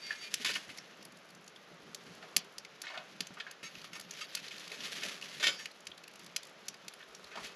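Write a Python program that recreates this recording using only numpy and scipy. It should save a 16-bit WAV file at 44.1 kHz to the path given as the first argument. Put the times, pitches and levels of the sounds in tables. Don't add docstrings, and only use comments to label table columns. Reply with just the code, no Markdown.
import sys
import numpy as np
from scipy import signal
from scipy.fft import rfft, irfft
from scipy.io import wavfile
from scipy.ndimage import uniform_filter1d

SR = 44100
rng = np.random.default_rng(int(sys.argv[2]) if len(sys.argv) > 2 else 0)


def invert_db(x):
    u = np.asarray(x, float) / 20
    return 10 ** u


def master_out(mix):
    frames = np.transpose(np.atleast_2d(mix))
    ceiling = np.clip(frames, -1, 1)
    pcm = np.round(ceiling * 32767).astype(np.int16)
    wavfile.write(sys.argv[1], SR, pcm)


N = 332955


def evened(x):
    return x / np.sqrt(np.mean(x ** 2) + 1e-20)


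def read(points, hz):
    f, value = np.transpose(points)
    return np.interp(np.log(hz + 1), np.log(f + 1), value)


def curve(rows):
    s, level_db = np.transpose(rows)
    return np.interp(np.arange(N) / SR, s, level_db)


def add(mix, s, sound):
    part = mix[round(s * SR):][:len(sound)]
    part += sound[:len(part)]


def colour(x, points):
    log_gain = np.log(invert_db(read(points, abs(np.fft.fftfreq(4096, 1 / SR)))))
    taps = np.fft.ifft(np.exp(np.conj(signal.hilbert(log_gain)))).real[:2048]
    return signal.oaconvolve(x, taps)[:len(x)]


def resonate(x, hz, width):
    b, a = signal.iirpeak(min(hz, SR / 2.2), hz / max(width, 5), SR)
    return signal.lfilter(b, a, x)


def drift(seconds):
    size = int(seconds * SR)
    smooth = uniform_filter1d(rng.standard_normal(N), size)
    return evened(uniform_filter1d(smooth, size))


def grains(per_s, spread_db):
    rarity = np.minimum(rng.exponential(1, N), 3.3)
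    size = invert_db(spread_db * rarity) * rng.standard_normal(N)
    return evened(size * (rng.random(N) < per_s / SR))


def surges(rows):
    clock = np.arange(0, N + 64, 64) / SR
    power = np.zeros(len(clock))
    for s, db, build, die in rows:
        rise = (s - clock) / max(build, .005)
        fall = (clock - s) / max(die, .005)
        power += invert_db(db - 20 * np.maximum(rise, fall)) ** 2
    return np.interp(np.arange(N) / SR, clock, power)


def snaps(rows):
    out, t = np.zeros(N), np.arange(2500) / SR
    for s, db, hz, t60 in rows:
        onset = 1 - np.exp(-t * hz * 1.1)
        add(out, s, invert_db(db + 1.5 - 60 * t / t60) * onset * np.sin(2 * np.pi * hz * t))
    return out


# (f/Hz, level/dB per Hz)
FOREST = [(150, -14), (300, -6.5), (800, -11.5), (1500, -11.5), (3000, -15), (7000, -26), (12000, -52.5)]


def forest():
    return invert_db(-59 + 0.5 * drift(0.3)) * evened(colour(rng.standard_normal(N), FOREST))


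# (t/s, level/dB)
GUSTS = [(0.0, -71.5), (0.57, -62.5), (1.28, -71.5), (1.6, -68), (2.21, -66), (2.59, -74.5), (3.15, -69),
         (3.53, -78), (3.83, -64.5), (4.5, -69), (5.07, -64), (5.28, -65), (5.72, -71.5), (6.67, -68.5),
         (7.17, -75.5), (7.55, -76)]
# (f/Hz, level/dB per Hz)
ROAR = [(30, -11.5), (200, 3.5), (330, -0.5), (600, -39.5)]


def flames():
    flutter = 3.2 * drift(0.055)
    return invert_db(curve(GUSTS) + 5.0 + flutter) * evened(colour(rng.standard_normal(N), ROAR))


# (t/s, level/dB)
STIR = [(0.0, -47), (0.38, -48), (0.65, -48), (0.86, -57), (1.34, -76), (2.1, -55), (2.6, -70.5),
        (2.98, -59), (3.64, -63.5), (3.81, -51), (4.08, -62), (4.48, -48), (4.94, -48), (5.49, -45.5),
        (5.89, -70.5), (6.31, -58), (7.22, -63), (7.55, -61)]


def stirring():
    level_db = curve(STIR)
    return level_db, level_db - level_db.mean()


def loose_grit():
    grit = grains(3500, 2.6) + .75 * rng.standard_normal(N)
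    return grit * invert_db(2.87 * drift(0.015))


# (f/Hz, level/dB per Hz)
FIZZ = [(2000, -68.5), (5000, -4), (8000, 3.5), (14000, 12.5)]


def scraping_hiss(grit, effort_db):
    buried_db = curve([(3.65, 0), (3.75, 8.5), (5.4, 8.5), (5.492, 0)])
    level_db = -77 + 0.078 * effort_db + buried_db
    return invert_db(level_db + 14.0) * evened(colour(grit, FIZZ))


# (t/s, top level/dB, rise/s per 20 dB, fall/s per 20 dB)
LUMPS = [(0.1, -55.5, -2.5, 0), (0.5, -35, -1.55, -0.92), (2.35, -56, 1.5, 0.5), (2.98, -59.5, -1.4, 0.15),
         (3.64, -40, -0.43, 0), (4.22, -62, 2, .09), (4.35, -42.5, -0.25, -0.05), (5.05, -49.5, 0.7, 0.5),
         (5.44, -47, 0.06, 0.21), (5.49, -59.5, -0.9, 0.0948), (7.37, -55, 1.3, 4)]
# (f/Hz, level/dB per Hz)
DULL = [(150, -30.5), (400, 8), (700, -6.5), (1300, 5), (2200, -20.5), (4000, -14)]


def rolling(effort_db):
    bed_db = -64 + 0.15 * effort_db
    gain = np.sqrt(invert_db(bed_db) ** 2 + surges(LUMPS))
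    lumps = grains(900, 3.5) + 0.72 * rng.standard_normal(N)
    return gain * invert_db(-3.5) * evened(colour(lumps, DULL))


# (t/s, top level/dB, rise/s per 20 dB, fall/s per 20 dB)
SLIDES = [(.462, -37, -0.1, -0.15), (.57, -39.5, 0.28, -0.23), (2.88, -58, 0.4, 0.54), (3.4, -60, 0.7, 0.1),
          (4.325, -49.5, -0.07, 0.5), (4.725, -44, -0.08, 0.1), (4.85, -41, 0.02, 0.22),
          (4.893, -45, -0.15, -0.15), (4.92, -42, -0.5, 0.1), (4.975, -47.5, 0.24, 0.38),
          (5.035, -37, 0.01, 0.19), (5.33, -48, -3, 0.45), (7.34, -59, 0.4, 0), (.4, -43.5, -2.1, 0),
          (4.255, -47.5, 0.38, -2.5), (7.44, -45, 0.11, .12)]
# (f/Hz, level/dB per Hz)
GRIT = [(300, -5.5), (900, -17.5), (1700, -0.5), (3200, 1), (5500, -4.5), (8000, -5.5), (12000, -5.5)]


def sliding(grit, level_db):
    gain = np.sqrt(invert_db(level_db - 1.5) ** 2 + surges(SLIDES))
    return gain * evened(colour(grit, GRIT))


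# (t/s, peak level/dB, f/Hz, t60/s)
THUDS = [(0.399, -37.5, 227, 0.062), (0.492, -44, 437, 0.084), (0.706, -44.5, 285, 0.052),
         (2.229, -41.5, 632, 0.087), (2.364, -27.5, 187, 0.039), (2.899, -40, 840, 0.15),
         (2.93, -41, 737, 0.48), (2.973, -31, 617, 0.048), (3.204, -33, 190, 0.057),
         (3.306, -31.5, 192, 0.04), (3.63, -39.5, 170, 0.099), (4.71, -42, 480, 0.2),
         (5.033, -41, 548, 0.19), (5.403, -33, 438, 0.055), (5.466, -35.5, 580, 0.053),
         (5.484, -23, 550, 0.034), (7.353, -35, 660, 0.078), (7.37, -31.5, 970, 0.13),
         (7.442, -40, 228, 0.053), (0.993, -46, 196, 0.16), (1.396, -58, 202, 0.079),
         (1.714, -38.5, 172, 0.095), (1.834, -51, 223, 0.1), (2.063, -45, 178, 0.23), (3.76, -45, 215, 0.1),
         (4.785, -44, 232, 0.14), (5.048, -42.5, 194, 0.22), (5.891, -48, 189, 0.081),
         (7.371, -42.5, 178, 0.21), (3.998, -37, 460, 0.036), (0.448, -30, 1040, 0.052),
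         (.494, -35, 1050, 0.04), (0.557, -33, 1130, 0.085), (.68, -46, 97, 0.24), (1.83, -53, 90, 0.21),
         (2.091, -47, 97, 0.44), (2.57, -56, 62.3, 0.2), (3.771, -52, 70, .25), (5.87, -53.5, 81, 0.28),
         (7.091, -54, 60, 0.21), (7.241, -55, 70, 0.26), (7.419, -46, 60, 0.22), (5.428, -39.5, 650, 0.16)]


def thuds():
    out, t = np.zeros(N), np.arange(7000) / SR
    onset = 1 - np.exp(-t / 0.0014)
    for s, db, hz, t60 in THUDS:
        tone = min(1, (330 / hz) ** 2) * np.sin(2 * np.pi * hz * t)
        noise = 0.5 * evened(resonate(rng.standard_normal(7000), 1.05 * hz, 0.41 * hz))
        add(out, s, invert_db(db - 3.0 - 60 * t / t60) * onset * (tone + noise))
    return out


# (t/s, peak level/dB, f/Hz, t60/s)
STABS = [(0.4459, -25, 2940, 0.09), (0.4585, -26, 3140, 0.17), (0.492, -28, 2040, 0.13),
         (0.5098, -39, 4500, 0.09), (0.5344, -38, 4370, 0.26), (0.5526, -28, 2600, 0.086),
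         (0.692, -40.5, 2310, 0.089), (3.6287, -40, 2280, 0.25), (3.842, -37.5, 1310, 0.055),
         (3.9305, -37.5, 1950, 0.057), (3.953, -35.5, 1340, 0.11), (4.2071, -34.5, 2660, 0.084),
         (4.3706, -29, 2520, 0.029), (4.7162, -39.5, 2840, 0.12), (4.8345, -38, 4240, 0.16),
         (4.8522, -35, 3900, 0.055), (5.02, -33.5, 2330, 0.061), (5.032, -28.5, 2360, 0.055),
         (5.397, -40, 3280, 0.61), (5.4275, -29, 1830, 0.094), (5.437, -26, 3300, 0.13),
         (5.468, -23, 2870, 0.11), (5.485, -37, 1600, 0.023), (5.5907, -40, 1710, 0.11)]
# (t/s, peak level/dB, f/Hz, t60/s)
COALS = [(0.107, -29, 1720, 0.1), (2.2244, -37.5, 1940, 0.099), (2.8369, -34, 1710, 0.22),
         (2.867, -31, 2000, 0.13), (2.8763, -38.5, 2460, 0.16), (2.9, -35, 1900, 0.16),
         (2.9419, -34, 1380, 0.3), (2.9747, -24.5, 1930, 0.04), (3.3672, -38.5, 1320, 0.35),
         (3.3995, -27.5, 2820, 0.061), (3.465, -38.5, 1700, 0.33), (4.4366, -43, 2560, 0.043),
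         (4.5082, -32.5, 2610, 0.13), (4.804, -29.5, 3140, 0.059), (4.886, -42.5, 2020, 0.044),
         (7.005, -44, 1860, 0.089), (7.3142, -41, 1830, 0.42), (7.3545, -32, 2440, 0.069),
         (7.3701, -43, 1530, 0.067), (7.449, -37.5, 2820, 0.32)]


def knocks():
    spray, push, t = np.zeros(N), np.zeros(N), np.arange(7000) / SR
    # share of grit and steel in a blow, dB
    rows = [(*r, -10.5) for r in STABS] + [(*r, -34.5) for r in COALS]
    for s, db, hz, t60, grit_db in rows:
        chance, clumps = rng.standard_normal((2, 7000))
        shape = invert_db(-60 * t / t60) * (1 - np.exp(-t / 0.001))
        rattle = chance * abs(chance) * invert_db(2.3 * evened(uniform_filter1d(clumps, 90)))
        rattle = evened(rattle)
        rattle[40] += 4
        body = evened(resonate(resonate(rattle, hz, 0.59 * hz), hz, 2.7 * hz))
        body += invert_db(grit_db + 17.5) * evened(colour(rattle, GRIT))
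        add(spray, s, invert_db(db - 12) * shape * body)
        add(push, s, invert_db(db + grit_db + 5.0) * shape * rattle)
    return spray, push


# (t/s, peak level/dB, f/Hz, t60/s)
CLACKS = [(0.1066, -25, 1720, 0.032), (0.4482, -24, 2900, .006), (0.4592, -17, 3220, 0.004),
          (0.4588, -24, 1990, 0.013), (.513, -40, 4600, 0.04), (0.555, -32, 2710, .025),
          (2.379, -37, 5000, .008), (2.9752, -28, 1900, .004), (3.404, -31, 3180, 0.011),
          (3.405, -34.5, 1750, 0.025), (3.466, -37.5, 1640, 0.053), (4.368, -44.5, 2625, 0.049),
          (5.4685, -28, 4950, 0.0071), (5.4712, -13, 3130, .004), (5.4865, -18, 1900, 0.0035),
          (5.657, -30, 2550, .006)]


def clacks():
    return snaps(CLACKS)


# (f/Hz, bandwidth/Hz, level/dB)
BLADE = [(1498, 45, -6), (1849, 24, -7), (2264, 20, -2), (2470, 25, -6), (2649, 20, -9), (3118, 22, 2),
         (3495, 26, -1), (3760, 20, -9), (4583, 11, -7), (4856, 30, -7), (5068, 11, -6), (5833, 10, -9),
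         (6970, 14, -13), (7246, 30, -11)]


def lifted_blade(push):
    clock, out = np.arange(N) / SR, np.zeros(N)
    push = push * (clock > 5.39) * (clock < 5.56)
    for hz, width, db in BLADE:
        narrowness = np.sqrt(SR / (np.pi * width))
        out += invert_db(db - 2) * resonate(push, hz, .8 * width) * narrowness
    return out


# (f/Hz, level/dB)
DRAGGED = [(1770, -2), (2140, -3), (2420, -3), (2710, -4), (3050, -8), (3360, -4), (3720, -4), (4490, -6),
           (4640, 0), (5080, -9), (5620, -6), (6430, -4), (6920, -10), (7950, -8)]


def scraped_blade(rustle):
    out = np.zeros(N)
    force = rustle * (np.arange(N) / SR < .3)
    width = 18
    for hz, db in DRAGGED:
        out += invert_db(db - 19) * resonate(force, hz, width) * np.sqrt(SR / (np.pi * width))
    return out


# (f/Hz, level/dB)
PRESSED = [(1330, -2), (2250, -3), (2476, -9), (2690, -3), (2880, -6), (3470, -9), (3860, -6), (4590, -5),
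           (5500, -5), (6430, -2), (7360, -10), (7950, -14), (11200, -8)]
# (f/Hz, level/dB)
WEDGED = [(1270, -2), (2196, -9), (2724, -2), (3192, -10), (3811, -14), (4670, -5), (5550, -14),
          (6110, -14), (6530, -13), (7962, -14)]
# (t/s, level/dB, held/s, favoured f/Hz)
PRESSES = [
    (3.632, -49, .045, 4500),
    (3.932, -54, .036, 6600),
    (3.952, -49, .012, 2500),
    (4.012, -61, .03, 7000),
]
# (t/s, level/dB, held/s, favoured f/Hz)
WEDGES = [
    (4.21, -42, .016, 2700),
]
# (t/s, level/dB, held/s, favoured f/Hz)
DRAGS = [(.014, -49, .105, 4570), (.045, -53, .07, 2600), (.035, -48, .155, 2140), (.112, -54, .04, 1790),
         (.02, -56, .06, 2400), (.185, -52, .07, 3750), (.03, -55, .2, 3700), (.178, -52, .022, 6400),
         (.172, -54, .03, 9500), (.205, -51, .06, 4640), (.228, -50, .062, 2420), (.24, -53, .015, 3700),
         (5.588, -46, .022, 3375), (5.58, -48, .04, 1770), (5.56, -50, .08, 5620), (5.585, -50, .065, 6920),
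         (5.52, -53, .1, 4600)]


def rubbed_blade():
    out, t = np.zeros(N), np.arange(9000) / SR
    # fall of the modes away from the favoured pitch, dB per octave
    for rubs, modes, slope_db in ((PRESSES, PRESSED, 4), (WEDGES, WEDGED, 0), (DRAGS, DRAGGED, 36)):
        for s, db, held, favoured in rubs:
            attack = np.minimum(t / (.003 + .12 * held), 1)
            for hz, mode_db in modes:
                peak_db = db + mode_db - slope_db * abs(np.log2(hz / favoured))
                t60 = np.clip(0.09 * np.sqrt(3000 / hz), .05, .09)
                decay_db = 60 * np.maximum(t - held, 0) / t60 + 22 * t
                noise = evened(resonate(rng.standard_normal(9000), hz, 30))
                tone = 1.3 * np.sin(2 * np.pi * hz * t) + 0.35 * noise
                add(out, s, invert_db(peak_db - 1.5 - decay_db) * attack * tone)
    return out


# (t/s, peak level/dB, f/Hz)
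CHIPS = [(.7825, -41, 2100), (0.7856, -29, 5450), (1.026, -41, 5500), (1.05, -44, 5140),
         (1.051, -28.5, 11200), (1.121, -55, 6700), (1.171, -49, 6800), (1.291, -50, 5060),
         (1.305, -52, 4240), (1.35, -48, 6270), (1.442, -46, 6800), (1.478, -37, 6400),
         (1.561, -37.5, 3430), (2.583, -28, 5900), (2.649, -41, 2100), (2.819, -32.5, 6100),
         (2.851, -36, 3870), (2.858, -44, 7400), (2.881, -33, 3900), (2.904, -42, 4300),
         (2.976, -28.5, 3600), (3.27, -34, 5830), (3.341, -44, 7500), (3.512, -35.5, 6600),
         (3.752, -38.5, 2690), (3.816, -52, 4660), (3.998, -43, 7500), (4.1095, -31, 6360),
         (4.137, -38, 6200), (4.165, -48, 3200), (4.255, -43, 4570), (4.314, -40, 3800),
         (4.48, -33.5, 4030), (4.58, -34.5, 4270), (5.224, -32, 2800), (5.658, -33, 2730),
         (5.712, -42, 4160), (5.805, -45, 7060), (5.9165, -33, 3350), (5.979, -40, 3770),
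         (6.038, -43.5, 2640), (6.04, -44, 4100), (6.078, -40.5, 2750), (6.157, -51, 2760),
         (6.266, -42, 3940), (6.432, -40, 3730), (6.684, -24.5, 6130), (6.7435, -45, 5000),
         (6.881, -35.5, 4630), (6.927, -43, 3630), (6.937, -35, 11000), (7.004, -45, 2820),
         (7.005, -44, 1810), (7.027, -40, 3420), (7.027, -42, 1690), (7.149, -31, 5700), (7.243, -38, 3940),
         (7.269, -52, 5100)]


def chips():
    return snaps([(s, db, hz, 21 / hz) for s, db, hz in CHIPS])


# (t/s, peak level/dB, crack f/Hz, sharp edge level/dB)
POPS = [(0.34, -9.5, 5300, -11), (0.7825, -33, 5260, -13), (1.026, -41, 5100, 10), (1.0517, -36, 5740, 3),
        (1.478, -34, 6850, -19.5), (1.5604, -42, 3330, -16), (1.946, -22, 5770, -6),
        (2.364, -6.5, 4300, 15.5), (2.5817, -24, 5900, -14), (2.6486, -33.5, 2370, -8),
        (2.817, -22.5, 6600, 2), (3.269, -29.5, 4600, -20), (3.5106, -35.5, 2850, 17),
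        (3.752, -37, 2600, -13), (3.816, -36.5, 3200, -8), (3.9964, -32.5, 2430, 17),
        (4.1089, -26.5, 5460, -25), (4.135, -42, 3040, 12), (4.35, -15, 4760, 6),
        (4.4823, -30.5, 2700, -10), (4.58, -33, 4300, -6), (4.6772, -30, 3600, -12),
        (5.2128, -32, 2650, -25), (5.224, -33.5, 2970, -13), (5.916, -49.5, 2930, -30),
        (6.0775, -39, 2670, 18), (6.742, -36.5, 2260, -3), (6.9366, -37, 2380, 9),
        (7.1484, -32.5, 5340, -16), (7.446, -30, 2800, 0), (2.975, -41, 1830, -19)]
# (t/s, peak level/dB, crack f/Hz, sharp edge level/dB, ground path level/dB)
SPLITS = [
    (3.2051, -21.5, 3740, -2.5, -5),
    (5.6564, -34, 2550, 6, -1),
    (5.8686, -29, 3800, -20, -5.5),
    (6.3618, -15.5, 5100, -26, -8),
    (6.6821, -22.5, 6430, -8, -8),
    (6.8805, -31, 4520, -3, -5),
]
# (t/s, peak level/dB)
TICKS = [(0.683, -44), (0.7756, -27), (1.123, -36), (1.1725, -34.5), (1.29, -43), (1.3053, -36),
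         (1.3503, -34), (1.4655, -39), (2.0378, -40), (2.151, -34), (2.8559, -43), (3.342, -37),
         (4.012, -23.5), (4.5976, -27.5), (4.7885, -38), (5.7154, -35), (5.8062, -35), (5.979, -32),
         (6.0385, -30.5), (6.1373, -35), (6.158, -30.5), (6.195, -30.5), (6.2456, -31.5), (6.2644, -27),
         (6.4324, -27), (6.452, -31), (6.471, -31), (6.496, -37), (7.244, -33), (7.47, -29), (0.973, -40),
         (1.444, -41), (1.744, -43), (2.084, -56), (2.446, -36), (2.524, -40), (5.8545, -38), (6.114, -38),
         (6.2346, -38), (6.332, -49), (6.6576, -41), (6.7728, -44), (6.849, -47), (7.272, -49)]
# (f/Hz, level/dB)
CRACK = [(300, -45.5), (1100, -4), (1900, 3), (16000, 11)]
# (f/Hz, level/dB)
RIM = [(5000, 3.5), (12000, 1)]


def pops():
    ground, canopy, t = np.zeros(N), np.zeros(N), np.arange(600) / SR
    # ground path in dB, and how long the wood keeps tearing in ms
    rows = [(*r, -5.5, 1) for r in POPS] + [(*r, 2.29) for r in SPLITS]
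    rows += [(s - .002, db - 5.0, 7000, -3, -7, 0.98) for s, db in TICKS]
    for s, db, hz, edge_db, ground_db, tear_ms in rows:
        tear = 0.095 * tear_ms * rng.standard_normal(600) * np.exp(-(t * 1000 / tear_ms) ** 2)
        tear[0] = -1
        lines = rfft(tear)
        tear = irfft(lines / uniform_filter1d(abs(lines), size=5), 600)
        tear *= np.exp(-(t * 600 / tear_ms) ** 2)
        tear /= abs(tear).max()
        u = t[:80] * hz * 6.67
        swing = np.convolve(tear, u * (2 - u) * np.exp(-u))[:600]
        swing /= abs(swing).max()
        edge = invert_db(edge_db) * np.diff(tear, 2, prepend=[0, 0])
        add(ground, s + .001, invert_db(db + ground_db) * (swing - .05 * edge))
        add(canopy, s + .001, invert_db(db - 5.5) * (swing - .33 * edge))
    faint = invert_db(-92.0) * np.diff(grains(70, 1.1), prepend=0)
    ground = colour(colour(ground + 2.2 * faint, CRACK), RIM)
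    return ground, colour(canopy + faint, CRACK)


# (delay/ms, level/dB)
PATHS = [(2.3, -11), (2.75, 0), (3.15, -5), (3.4, -8), (6.6, -15), (9.5, -24), (14.6, -22), (15.3, -22),
         (26, -28)]
# (f/Hz, t60/s)
TREES = [(300, 0.29), (2000, 0.29), (6000, 0.11), (12000, 0.019)]
# (f/Hz, level/dB)
ECHOED = [(500, 0), (2500, -5), (5000, 0)]


def around(ground, canopy):
    early = np.zeros(1400)
    for ms, db in PATHS:
        early[round(ms * SR / 1000)] = invert_db(db)
    taps = np.zeros(SR // 2)
    at = np.arange(180, len(taps) - 20, 20)
    taps[at + rng.integers(0, 20, len(at))] = rng.choice([-1., 1.], len(at))
    hz, t, z = signal.stft(taps, SR, nperseg=128)
    decay_db = read(ECHOED, hz)[:, None] - 60 * t / read(TREES, hz)[:, None]
    tail = signal.istft(z * invert_db(decay_db), SR, nperseg=128)[1]
    tail *= invert_db(-18.5) / np.linalg.norm(tail)
    reflected = signal.oaconvolve(canopy, early)[:N]
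    scattered = signal.oaconvolve(ground + canopy, tail)[:N]
    return ground + reflected + scattered


def scene():
    level_db, effort_db = stirring()
    grit = loose_grit()
    rustle = sliding(grit, level_db) + scraping_hiss(grit, effort_db)
    bed = rustle + rolling(effort_db)
    spray, push = knocks()
    spray = spray + thuds()
    steel = lifted_blade(push) + scraped_blade(rustle) + rubbed_blade()
    contact, chip = clacks(), chips()
    ground, canopy = pops()
    ground = ground + 0.83 * chip + contact + spray + 0.83 * steel + bed
    canopy = canopy + chip + .5 * contact + 0.5 * spray + 0.094 * steel + 0.043 * bed
    mono = around(ground, canopy) + flames() + forest()
    return np.array([mono, mono])


# (f/Hz, level/dB)
MIC = [(30, -22), (100, -14.5), (170, 1.5), (260, -6.5), (600, 3), (950, -1), (1500, 1), (6500, 0.5),
       (8200, -9), (9600, -9.5), (10700, -2.5), (12900, -17.5), (13800, -30.5), (15500, -37)]


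def housing(x):
    b, a = signal.iirnotch(9050, 9050 / 380, SR)
    return signal.lfilter(b, a, colour(x, MIC))


# (f/Hz, phase/rad)
PORTS = [(0, 0.04), (10800, 0.016), (12000, 0.8), (12600, 0.73), (13700, 0.025)]
# (f/Hz, level/dB)
APART = [(30, -18), (200, -45), (600, -38.5), (2000, -49), (6000, -30), (11000, -20), (14000, -7.5)]


def two_ports(mid):
    hz = np.fft.rfftfreq(N, 1 / SR)
    scatter = rfft(rng.standard_normal(900) / 30, N)
    lead = np.exp(.5j * read(PORTS, hz))
    unlike = invert_db(read(APART, hz)) * scatter
    spectrum = rfft(mid)
    left = irfft(spectrum * (lead + unlike), N)
    right = irfft(spectrum * (1 / lead - unlike), N)
    return np.array([left, right])


def low_pass(x):
    return signal.sosfilt(signal.butter(12, 14140, fs=SR, output="sos"), x)


def record(dry):
    mix = two_ports(housing(dry[0]))
    return low_pass(mix)


dry = scene()
out = record(dry)
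master_out(out)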